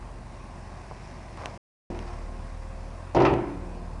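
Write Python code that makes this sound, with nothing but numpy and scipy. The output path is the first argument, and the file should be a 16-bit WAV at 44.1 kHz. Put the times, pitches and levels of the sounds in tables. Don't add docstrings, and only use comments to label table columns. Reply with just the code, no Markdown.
import sys
import numpy as np
from scipy import signal
from scipy.fft import rfft, irfft
from scipy.io import wavfile
from scipy.ndimage import uniform_filter1d

SR = 44100
rng = np.random.default_rng(int(sys.argv[2]) if len(sys.argv) > 2 else 0)


def unload_wav(signal):
    wavfile.write(
        sys.argv[1],
        SR,
        np.round(np.clip(np.atleast_2d(signal).T, -1, 1) * 32767).astype(np.int16),
    )


N = 176400
T = np.arange(N) / SR

def amp(db):
    return 10 ** (np.asarray(db) / 20)

def unit(x):
    return x / np.sqrt(np.mean(x ** 2) + 1e-20)

def curve(points):
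    return np.interp(T, *np.transpose(points))

def read(points, hz):
    f, value = np.transpose(points)
    return np.interp(np.log(hz + 1), np.log(f + 1), value)

def colour(x, eq):
    gain = amp(read(eq, np.fft.rfftfreq(len(x), 1 / SR)))
    return unit(irfft(rfft(x) * gain, len(x)))

def drift(rate_hz):
    count = N // 100
    lowpass = np.exp(-(np.fft.rfftfreq(count, N / SR / count) / rate_hz) ** 2)
    slow = irfft(rfft(rng.standard_normal(count)) * lowpass, count)
    return np.interp(T, np.linspace(0, N / SR, count), unit(slow))

def decay(t60, t=T[:SR]):
    return np.exp(-np.log(1000) * t / t60)

def ringing(modes, pitch):
    return sum(amp(db) * np.sin(2 * np.pi * hz * pitch * T[:SR]) * decay(t60) for hz, db, t60 in modes)

def burst(eq, tails, attack_s):
    hz, t, bands = signal.stft(colour(rng.standard_normal(SR), eq), SR, nperseg=512)
    cloud = signal.istft(bands * decay(read(tails, hz)[:, None], t), SR, nperseg=512)[1][:SR]
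    punch = amp(4 * np.exp(-T[:SR] / 0.015))
    return cloud * np.minimum(T[:SR] / attack_s, 1) * punch

# time in seconds, firing rate in Hz.
FIRING_RATE = [(0, 42.49), (.4, 43.11), (1.1, 42.78), (1.57, 42.82), (1.9, 39.91), (2.15, 38.35),
               (2.5, 38.9), (2.8, 38.9), (2.9, 39.8), (3.02, 42.99), (3.2, 42.74), (3.5, 40.9),
               (3.7, 39.23), (4, 38.08)]
# multiple of the firing rate, relative level in dB.
EXHAUST_PARTIALS = [(.5, -34.5), (1, 1), (1.5, -22), (2, -5.5), (2.5, -23), (3, -13), (3.5, -28.5),
                    (4, -20.5), (5, -24), (6, -20.5), (7, -31)]
PUMP_PARTIALS = [(4.5, 1), (7, -7.5), (7.6, -16), (9, -30.5), (12.5, -8.5), (13.7, -11.5)]
# time in seconds, gain in dB.
EXHAUST_FADER = [(0, -40.5), (.4, -44.5), (1.57, -47), (1.9, -38), (2.15, -36.5), (2.5, -37), (2.9, -38),
                 (3.1, -43), (3.48, -48), (3.58, -37.5), (4, -37)]
PUMP_FADER = [(0, -74), (1.6, -56), (2.3, -54), (3.1, -73), (3.55, -44.5), (4, -49.5)]

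def engine(firings):
    pulses = -sum(amp(db) * np.cos(2 * np.pi * k * firings) for k, db in EXHAUST_PARTIALS)
    pump = sum(amp(db + 2.7 * drift(5)) * np.cos(2 * np.pi * (k * firings + rng.random()))
               for k, db in PUMP_PARTIALS)
    exhaust = unit(pulses) * amp(curve(EXHAUST_FADER) - 0.5 * drift(18))
    return exhaust + pump * amp(curve(PUMP_FADER))

# frequency in Hz, EQ gain in dB.
ROAR_EQ = [(82, -41), (140, -2.5), (171, -3.5), (228, -3.5), (288, -7.5), (315, -9.5), (351, -5.5),
           (413, -12), (494, -11), (522, -17), (561, -9), (696, -6), (748, -8.5), (1050, -8.5),
           (1360, -18.5), (1570, -18), (2250, -24), (2460, -20.5), (3050, -30.5), (5340, -30.5),
           (6870, -35), (9500, -35.5), (10400, -41.5), (13500, -71), (22000, -120)]
RUMBLE_EQ = [(15, -14.5), (35, -1), (65, 4), (85, 7), (120, 5), (160, -9.5), (260, -36.5)]

def yard(firings, roar_db=-46.5, rumble_db=-51.5, patch_db=1.5):
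    bands = signal.stft(colour(rng.standard_normal(N), ROAR_EQ), nperseg=1024, noverlap=768)[2]
    patches = uniform_filter1d(rng.standard_normal(bands.shape), size=8, axis=0)
    patches = unit(uniform_filter1d(patches, size=16, axis=1))
    roar = unit(signal.istft(bands * amp(patch_db * patches), nperseg=1024, noverlap=768)[1][:N])
    throb = 1 + 0.067 * np.cos(2 * np.pi * firings)
    return amp(roar_db) * roar * throb + amp(rumble_db) * colour(rng.standard_normal(N), RUMBLE_EQ)

# frequency in Hz, level in dB (the whine's before its fader).
IDLE_TONES = [(64, -52), (86, -49.5), (116, -51.5), (167, -58.5)]
WHINE_TONES = [(355.3, -4), (532.9, -1.5), (1066, -4), (1600, -15)]
# time in seconds, gain in dB.
WHINE_FADER = [(0, -61), (1.6, -60.5), (2.2, -52.5), (3, -57), (4, -56)]

def hums():
    def waver(tones):
        return sum(amp(db + 3.1 * drift(2)) * np.cos(2 * np.pi * hz * T + .4 * drift(6.9))
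                   for hz, db in tones)
    return waver(IDLE_TONES) + waver(WHINE_TONES) * amp(curve(WHINE_FADER))

# time in seconds, level in dB.
SLIDE_FADER = [(0, -90), (.35, -63.5), (.55, -62.5), (.85, -59), (1.1, -56.5), (1.3, -60), (1.42, -53.5),
               (1.57, -58), (1.9, -58.5), (2.1, -56.5), (2.4, -65), (3, -63), (4, -85)]
# frequency in Hz, EQ gain in dB.
SLIDE_EQ = [(600, -13), (1200, 1.5), (2000, 14), (3200, -0.5), (4300, 1), (5400, 5.5), (7000, -4.5),
            (10000, -13)]

def sliding_chips(ticks_per_s=4000):
    ticks = rng.standard_normal(N) * amp(-2 * np.minimum(rng.exponential(1, N), 4))
    ticks *= rng.random(N) < ticks_per_s / SR
    return colour(ticks, SLIDE_EQ) * amp(curve(SLIDE_FADER))

# start in seconds, level in dB, t60 in seconds.
CLUMP_HITS = [(.025, -43.5, 0.068), (1.374, -36, .09), (1.391, -42, .25), (1.412, -38, .2),
              (1.436, -40.5, 0.55), (1.458, -42.5, 0.11), (2.02, -45, 0.3), (2.099, -45, .12),
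              (2.134, -45, 0.14)]
# frequency in Hz, EQ gain in dB.
CLUMP_EQ = [(100, -12.5), (300, -3), (700, 4.5), (1100, 3.5), (1650, -6), (2600, -18.5), (5000, -26.5),
            (10000, -43)]
# Hz before pitching, relative dB, t60 in seconds.
BODY_MODES = [(530, -6, .05), (675, 2.5, .04), (820, 3, 0.047), (940, 4, 0.031), (1077, 4, 0.028)]
CHIP_MODES = [(805, -6.5, 0.012), (2240, -3, 0.0035), (2860, -7.5, 0.0088), (3230, -8, 0.0059),
              (4110, -14.5, 0.004), (6170, -11.5, 0.0053), (8600, -26.5, 0.006)]
# start in seconds, level in dB, pitch factor.
SNAP_HITS = [(1.4583, -20, 0.93), (1.991, -30.5, 0.97), (3.339, -29.5, 0.99)]

def landing_chips():
    out = np.zeros(N)
    for start, db, t60 in CLUMP_HITS:
        add(out, start, amp(db) * colour(rng.standard_normal(SR), CLUMP_EQ) * decay(t60))
    knock = ringing(BODY_MODES, pitch=0.93) * np.minimum(T[:SR] / 0.0011, 1)
    add(out, .912, amp(-36) * knock)
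    for start, db, pitch in SNAP_HITS:
        add(out, start, amp(db) * ringing(CHIP_MODES, pitch))
    return out

# start in seconds, then gains in dB for boom, clash and bright edge.
BUCKET_HITS = [(1.83, -29.5, -39.5, -65), (1.945, -51, -52, -71), (2.075, -62, -51, -57),
               (3.1475, -20.5, -52, -43), (3.161, -21, -48, -50), (3.166, -18.5, -40.5, -55),
               (3.184, -20.5, -51, -63), (3.202, -23, -34, -47), (3.22, -22.5, -42, -46.5),
               (3.25, -29, -24, -41.5), (3.267, -27.5, -33, -56), (3.295, -26, -45.5, -54),
               (3.332, -31, -39, -65)]
# frequency in Hz, EQ gain in dB.
BOOM_EQ = [(30, -20), (68, 5.5), (95, -16.5), (130, -1.5), (175, -1), (240, -8.5), (290, 1), (380, -6),
           (440, -2), (500, -0.5), (590, -1), (720, 0), (930, -0.5), (1050, -5), (1130, -15.5),
           (1300, -11.5), (1600, -19.5), (2600, -22.5), (3600, -33), (8000, -58)]
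CLASH_EQ = [(500, -13), (1050, 6), (1280, 9.5), (1550, -4.5), (1880, 7.5), (2150, -7), (2450, 4),
            (2900, -6.5), (3600, -13.5), (5000, -24), (8000, -51)]
EDGE_EQ = [(1500, -21), (3000, -11), (4200, -0.5), (5200, 0.5), (6200, -8), (7200, -15.5), (8200, -27),
           (10000, -27)]
# frequency in Hz, t60 in seconds.
BOOM_TAILS = [(60, 1), (300, 0.84), (800, 0.64), (2000, 1), (6000, 0.33)]
CLASH_TAILS = [(1000, 0.25), (2500, 0.21), (5000, 0.25)]
EDGE_TAILS = [(3000, 0.1), (8000, 0.11)]

def bucket_blows(boom_trim_db=-5.5):
    out = np.zeros(N)
    for start, boom_db, clash_db, edge_db in BUCKET_HITS:
        add(out, start, amp(boom_db + boom_trim_db) * burst(BOOM_EQ, BOOM_TAILS, attack_s=0.00087))
        add(out, start, amp(clash_db) * burst(CLASH_EQ, CLASH_TAILS, attack_s=0.0014))
        add(out, start, amp(edge_db) * burst(EDGE_EQ, EDGE_TAILS, attack_s=0.0014))
    return out

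# frequency in Hz, relative level in dB, t60 in seconds.
BUCKET_MODES = [(128, -10, .9), (287.5, -6, .95), (324.3, -7, .8), (348.9, 0, .75), (375, -7, .75),
                (393.7, -5, .7), (469, -12, .8), (562, -13, .7), (585, -13, .6), (612, -13, .55),
                (652, -11, .55), (748.5, -13, .6), (894, -13, .65), (924, -15, .55), (981, -16, .55)]

def bucket_ring(trim_db=-3.2, waver_db=2.0, attack_s=0.012):
    out, energy = np.zeros(N), np.zeros(N)
    for start, boom_db, _, _ in BUCKET_HITS:
        add(energy, start, amp([boom_db]) ** 2)
    soft = np.exp(-1 / (attack_s * SR))
    for hz, db, t60 in BUCKET_MODES:
        stored = signal.lfilter([1], [1, -decay(t60, 1 / SR) ** 2], energy)
        swing = signal.lfilter([1 - soft], [1, -soft], np.sqrt(stored))
        gain = amp(trim_db + db + waver_db * drift(7.5))
        out += swing * gain * np.sin(2 * np.pi * (hz * T + rng.random()))
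    return out

# start in seconds, level in dB.
THUD_HITS = [(1.88, -37), (3.147, -39), (3.195, -35.5), (3.31, -32.5)]
# frequency in Hz, EQ gain in dB.
THUD_EQ = [(40, -11), (70, 7.5), (100, 2), (140, -5), (230, 2.5), (330, -15.5), (500, -15), (1500, -55)]
# frequency in Hz, t60 in seconds.
THUD_TAILS = [(100, 1), (400, 0.58)]

def lift_arms():
    out = np.zeros(N)
    for start, db in THUD_HITS:
        add(out, start, amp(db) * burst(THUD_EQ, THUD_TAILS, attack_s=0.00087))
    return out

def add(mix, start, sound):
    part = mix[round(start * SR):][:len(sound)]
    part += sound[:len(part)]

def scene():
    firings = np.cumsum(curve(FIRING_RATE) * (1 + 0.011 * drift(12))) / SR
    bed = engine(firings) + yard(firings) + hums()
    return (bed + sliding_chips() + landing_chips() + bucket_blows() + bucket_ring() + lift_arms())[None]

def record(dry, cutoff_hz=10950):
    gate = np.interp(T, [1.576, 1.577, 1.901, 1.9025], [1, 0, 0, 1])
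    lowpass = signal.firwin(91, cutoff_hz, window=("kaiser", 7), fs=SR)
    return signal.oaconvolve(dry * gate, lowpass[None], "same")

dry = scene()
out = record(dry)
unload_wav(out)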